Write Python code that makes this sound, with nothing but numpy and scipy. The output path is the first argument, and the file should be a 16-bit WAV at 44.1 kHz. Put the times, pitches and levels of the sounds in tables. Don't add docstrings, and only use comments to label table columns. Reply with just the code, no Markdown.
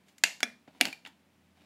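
import sys
import numpy as np
from scipy import signal
from scipy.fft import rfft, irfft
from scipy.io import wavfile
from scipy.ndimage import uniform_filter1d

SR = 44100
rng = np.random.default_rng(int(sys.argv[2]) if len(sys.argv) > 2 else 0)


def unload_wav(signal):
    wavfile.write(
        sys.argv[1],
        SR,
        np.round(np.clip(np.atleast_2d(signal).T, -1, 1) * 32767).astype(np.int16),
    )


N = 72765

# freq_hz, density_db
FIRST = [(20, -53.5), (100, -39), (270, -17), (540, -21.5), (660, -11), (950, -10.5), (1220, -21),
         (1650, -3), (2550, -0.5), (3500, -9.5), (4700, -4.5), (5400, -14.5), (7200, -5), (8800, -21.5),
         (13400, -21.5), (16000, -48)]
SECOND = [(60, -24.5), (170, -14), (330, -3), (500, -8.5), (760, -7), (1060, -16.5), (1370, -3.5),
          (2220, 4), (2840, -12.5), (3390, -5.5), (4050, -12), (5520, -8), (6170, -16.5), (8990, -18),
          (15000, -32), (16000, -49)]
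THIRD = [(20, -40), (110, -31.5), (280, -13), (400, -15.5), (600, -23.5), (780, -11.5), (1130, -34),
         (1650, -9), (2300, 0), (3050, -5), (3500, -12.5), (4600, -9), (6500, -20.5), (7400, -13.5),
         (8500, -25), (10700, -16), (13400, -27), (16000, -44.5)]


def amp(db):
    return 10 ** (np.asarray(db) / 20)


def curve_at(points, hz):
    points_hz, values = np.transpose(points)
    return np.interp(np.log(hz + 1), np.log(points_hz + 1), values)


def treble_shelf(hz):
    return 1 - 1 / (1 + (hz / 4950) ** 8)


def unit_energy(x):
    return x / np.sqrt(np.sum(x ** 2) + 1e-20)


def add(mix, start_s, sound):
    part = mix[round(start_s * SR):][:len(sound)]
    part += sound[:len(part)]


def causal_filter(x, colour_db, size=8192):
    hz = abs(np.fft.fftfreq(size, 1 / SR))
    log_gain = np.log(amp(colour_db(hz)) + 1e-6)
    taps = np.fft.ifft(np.exp(np.conj(signal.hilbert(log_gain)))).real
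    return signal.fftconvolve(x, taps[:size // 2])[:len(x)]


def crack(t60_s, rise_s, colour_db, crack_s=0.0016, size=4096):
    t = np.arange(size) / SR
    crack_share = 0.63
    crack_power = unit_energy(np.exp(-t / crack_s)) ** 2
    ring_power = unit_energy(amp(-60 * t / t60_s)) ** 2
    power = crack_share * crack_power + (1 - crack_share) * ring_power
    envelope = np.sqrt(power) * (1 - np.exp(-t / rise_s))
    burst = envelope * rng.standard_normal(size)
    for _ in range(12):
        flat = irfft(np.exp(1j * np.angle(rfft(burst))), size)
        local_rms = np.sqrt(abs(uniform_filter1d(flat ** 2, size=32)) + 1e-14)
        burst = envelope * flat / local_rms
    return np.sqrt(SR) * unit_energy(causal_filter(burst, colour_db))


def ring(modes, sharp_share=0, settle_s=0.0044):
    t = np.arange(SR // 2) / SR
    warped_s = t + sharp_share * settle_s * (1 - np.exp(-t / settle_s))
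    return sum((-1) ** k * amp(db - 60 * t / t60_s) * np.sin(2 * np.pi * hz * warped_s)
               for k, (hz, db, t60_s) in enumerate(modes))


def background():
    # freq_hz, density_db
    noise_colour = [(25, -40), (55, -34), (85, -15.5), (140, -12), (180, -2), (290, -9.5), (420, -16),
                    (750, -17.5), (1400, -22), (2300, -20.5), (4500, -29), (15000, -38)]
    # time_s, level_db
    hum_levels = [(0, -84.5), (.6, -82.5), (1.1, -83), (1.5, -73.5), (1.65, -75.5)]
    noise_db, hum_hz = -67.5, 85
    t = np.arange(N) / SR
    noise_gain = amp(curve_at(noise_colour, np.fft.rfftfreq(N, 1 / SR)))
    noise = irfft(rfft(rng.standard_normal(N)) * noise_gain, N)
    hum_rms = amp(np.interp(t, *np.transpose(hum_levels)))
    hum = np.sqrt(2) * hum_rms * np.sin(2 * np.pi * hum_hz * t)
    return np.sqrt(N) * amp(noise_db) * unit_energy(noise) + hum


def crinkles():
    # start_s, length_s, level_db, treble_db, creases_per_s
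    bursts = [(0.06, 0.077, -71, 0.5, 1080), (.70, 0.19, -67, -4, 930), (0.8, .10, -42.5, -5.5, 300),
              (1.047, 0.041, -59.5, -2, 1200), (1.55, 0.19, -69.5, -5, 1020)]
    # freq_hz, density_db
    film_colour = [(60, -30), (170, 2), (270, 9.5), (450, -3), (750, -0.5), (1200, -9.5), (2500, -3.5),
                   (4500, -9.5), (8000, -15), (15000, -22)]
    spread_db = 2.5
    out = np.zeros(N)
    for start_s, length_s, level_db, treble_db, creases_per_s in bursts:
        progress = np.clip((np.arange(N) / SR - start_s) / length_s, 0, 1)
        sizes = amp(spread_db * np.minimum(rng.exponential(1, N), 4))
        signs = rng.choice([-1., 1.], N)
        gives_way = rng.random(N) < creases_per_s / SR
        creases = sizes * signs * gives_way * np.sqrt(progress * (1 - progress))
        film = causal_filter(creases, lambda hz: curve_at(film_colour, hz) + treble_db * treble_shelf(hz))
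        out += amp(level_db) * np.sqrt(length_s * SR) * unit_energy(film)
    return out


def room(x):
    # freq_hz, t60_s
    decays = [(150, 0.03), (600, 0.35), (2400, 0.2343), (5000, 0.33), (9000, 0.29), (15000, 0.32)]
    # freq_hz, gain_db
    tail_colour = [(150, 1), (600, 0.95), (2400, -1), (5000, -1.1), (9000, -1.2), (15000, -1.8)]
    delay_s = 0.0046
    band_hz, t, bands = signal.stft(rng.standard_normal(SR * 3 // 4), SR, nperseg=256)
    t60_s = curve_at(decays, band_hz)[:, None]
    _, tail = signal.istft(bands * amp(-60 * t / t60_s) / np.sqrt(t60_s), SR, nperseg=256)
    tail = causal_filter(unit_energy(tail), lambda hz: curve_at(tail_colour, hz))
    out = np.zeros(N)
    add(out, delay_s, signal.fftconvolve(x, tail))
    return out


def clicks():
    # start_s, level_db, bass_db, treble_db, t60_s, rise_s, peak_hz, peak_db
    slips = [(0.0824, -82.5, -11.5, 7, 0.067, 0.0029, 3580, 5.5),
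             (0.1815, -75.5, -33, 8.5, 0.041, 0.00065, 6920, 4),
             (0.4041, -63.5, -1.5, 4, 0.03, 0.00054, 1474, 8.5),
             (0.676, -70.5, 25.5, -7.5, 0.077, 0.0025, 600, 1),
             (.748, -82, 12, -14, 0.035, 0.0019, 980, 16),
             (0.8533, -50.5, -12.5, 1.5, 0.0291, .0004, 4420, 9),
             (0.8723, -58.5, 25.5, 7, 0.0106, 0.00045, 2640, 24),
             (0.8795, -64.5, 38.5, 26, 0.03, 0.00053, 2950, 26),
             (0.9277, -66.5, -0.5, 2.5, 0.033, 0.00038, 4340, 8.5),
             (1.0503, -66.5, -3, -7.5, 0.026, 0.00092, 2780, 15.5),
             (1.0611, -65, -4.5, -10.5, 0.053, 0.0012, 3400, 6.5),
             (1.072, -72.5, 10, 5.5, 0.046, 0.001, 895, 12.5)]
    # freq_hz, density_db
    click_colour = [(60, -29.5), (250, -7.5), (450, -16), (800, -7.5), (1150, -8), (1550, -4.5),
                    (2600, -4.5), (3600, -9.5), (4600, -9.5), (5800, -16), (9000, -19), (15000, -26.5)]
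    # centre_hz, lift_db
    panel_peaks = [(1980, 5.5), (3480, 3), (4900, 1.5), (7000, 6)]
    bass_hz, width_share = 880, 0.07
    out = np.zeros(N)
    for start_s, level_db, bass_db, treble_db, t60_s, rise_s, peak_hz, peak_db in slips:
        def colour_db(hz):
            hollow_db = sum(lift_db / (1 + ((hz / centre_hz - 1) / width_share) ** 2)
                            for centre_hz, lift_db in [(peak_hz, peak_db), *panel_peaks])
            shelves_db = bass_db / (1 + (hz / bass_hz) ** 4) + treble_db * treble_shelf(hz)
            return curve_at(click_colour, hz) + shelves_db + hollow_db
        add(out, start_s, amp(level_db) * crack(t60_s, rise_s, colour_db))
    return out


def snaps():
    # start_s, level_db, t60_s, crack_s, room_db, room_treble_db, step_s, step_db, colour
    buckles = [(.2373, -38, 0.022, .0019, -9, 0, 0.0019, -7, FIRST),
               (.4301, -43, 0.031, 0.0017, -15, -1.5, 0.0034, -11, SECOND),
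               (.811, -37, 0.028, 0.00091, -12.5, -1.5, 0.0014, -9.5, THIRD)]
    # pitch_hz, t60_s, first_db, second_db, third_db
    pack_modes = [(188, 0.26, -49.5, -64.5, -54.5), (215, 0.34, -68.5, -46, -68.5),
                  (241, .42, -63, -46, -67), (280, 0.048, -41, -30.5, -52), (301, .19, -55, -76.5, -42.5),
                  (657, 0.044, -31, -51, -55.5), (733, 0.053, -60.5, -35.5, -35),
                  (1365, 0.035, -34, -28, -46), (1693, .04, -24.5, -22.5, -32),
                  (2081, 0.029, -17, -29, -22.5), (2281, 0.032, -23.5, -21, -12.5),
                  (2400, 0.24, -52, -37.5, -54.5), (2690, 0.023, -16.5, -25.5, -30),
                  (2776, 0.33, -35.5, -84, -41), (3369, 0.032, -31.5, -19.5, -30.5),
                  (3440, 0.21, -56, -46, -58), (4644, 0.033, -33.5, -61, -25.5),
                  (5630, 0.045, -31, -28.5, -40), (6480, .04, -45, -28.5, -35),
                  (7180, .025, -23, -37, -35.5)]
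    rise_s, modes_room_db = 0.00018, -5.5
    direct, to_room = np.zeros((2, N))
    for spot, buckle in enumerate(buckles):
        start_s, level_db, t60_s, crack_s, room_db, room_treble_db, step_s, step_db, colour = buckle

        def all_round_db(hz):
            shifted_db = [curve_at(colour, hz * np.exp(0.14 * k)) for k in np.linspace(-1, 1, 10)]
            return np.mean(shifted_db, axis=0) + room_treble_db * treble_shelf(hz)
        excited = [(hz, levels_db[spot], mode_t60_s) for hz, mode_t60_s, *levels_db in pack_modes]
        modes = ring(excited, sharp_share=0.012)
        steps = amp(level_db) * crack(t60_s, rise_s, lambda hz: curve_at(colour, hz), crack_s)
        add(steps, step_s, amp(step_db) * steps)
        add(direct, start_s, steps)
        add(direct, start_s, modes)
        add(to_room, start_s, amp(level_db + room_db) * crack(t60_s, rise_s, all_round_db))
        add(to_room, start_s, amp(room_db + modes_room_db) * modes)
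    return direct + room(to_room)


def knocks():
    # start_s, length_s, pitch_hz, level_db
    pulses = [(.4295, 0.0063, 730, -33.5), (.8105, .016, 280.2, -30), (.8125, .007, 760, -29.5)]
    out = np.zeros(N)
    for start_s, length_s, pitch_hz, level_db in pulses:
        t = np.arange(0, length_s, 1 / SR)
        envelope = amp(level_db) * np.sin(np.pi * t / length_s)
        add(out, start_s, envelope * np.sin(2 * np.pi * pitch_hz * t))
    return out


def ping():
    start_s, swell_s, pitch_hz, gain_db, t60_s = 0.9275, 0.0022, 2385, -26, 0.03
    note = ring([(pitch_hz, gain_db, t60_s)])
    t = np.arange(len(note)) / SR
    out = np.zeros(N)
    add(out, start_s, note * (1 - np.exp(-t / swell_s)))
    return out


def scene():
    echo_s, echo_db, room_db = 0.00133, -12, -10
    low_cut_hz = 135
    slips = clicks() + crinkles()
    light_sounds = slips + ping()
    add(light_sounds, echo_s, amp(echo_db) * slips)
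    pack = snaps() + knocks() + light_sounds + amp(room_db) * room(light_sounds)
    low_cut = signal.butter(2, low_cut_hz, "highpass", fs=SR, output="sos")
    return (signal.sosfilt(low_cut, pack) + background())[None]


def record(dry):
    taps = signal.firwin(255, 15900, window=("kaiser", 9), fs=SR)
    return signal.oaconvolve(dry, taps[None], "same")


dry = scene()
out = record(dry)
unload_wav(out)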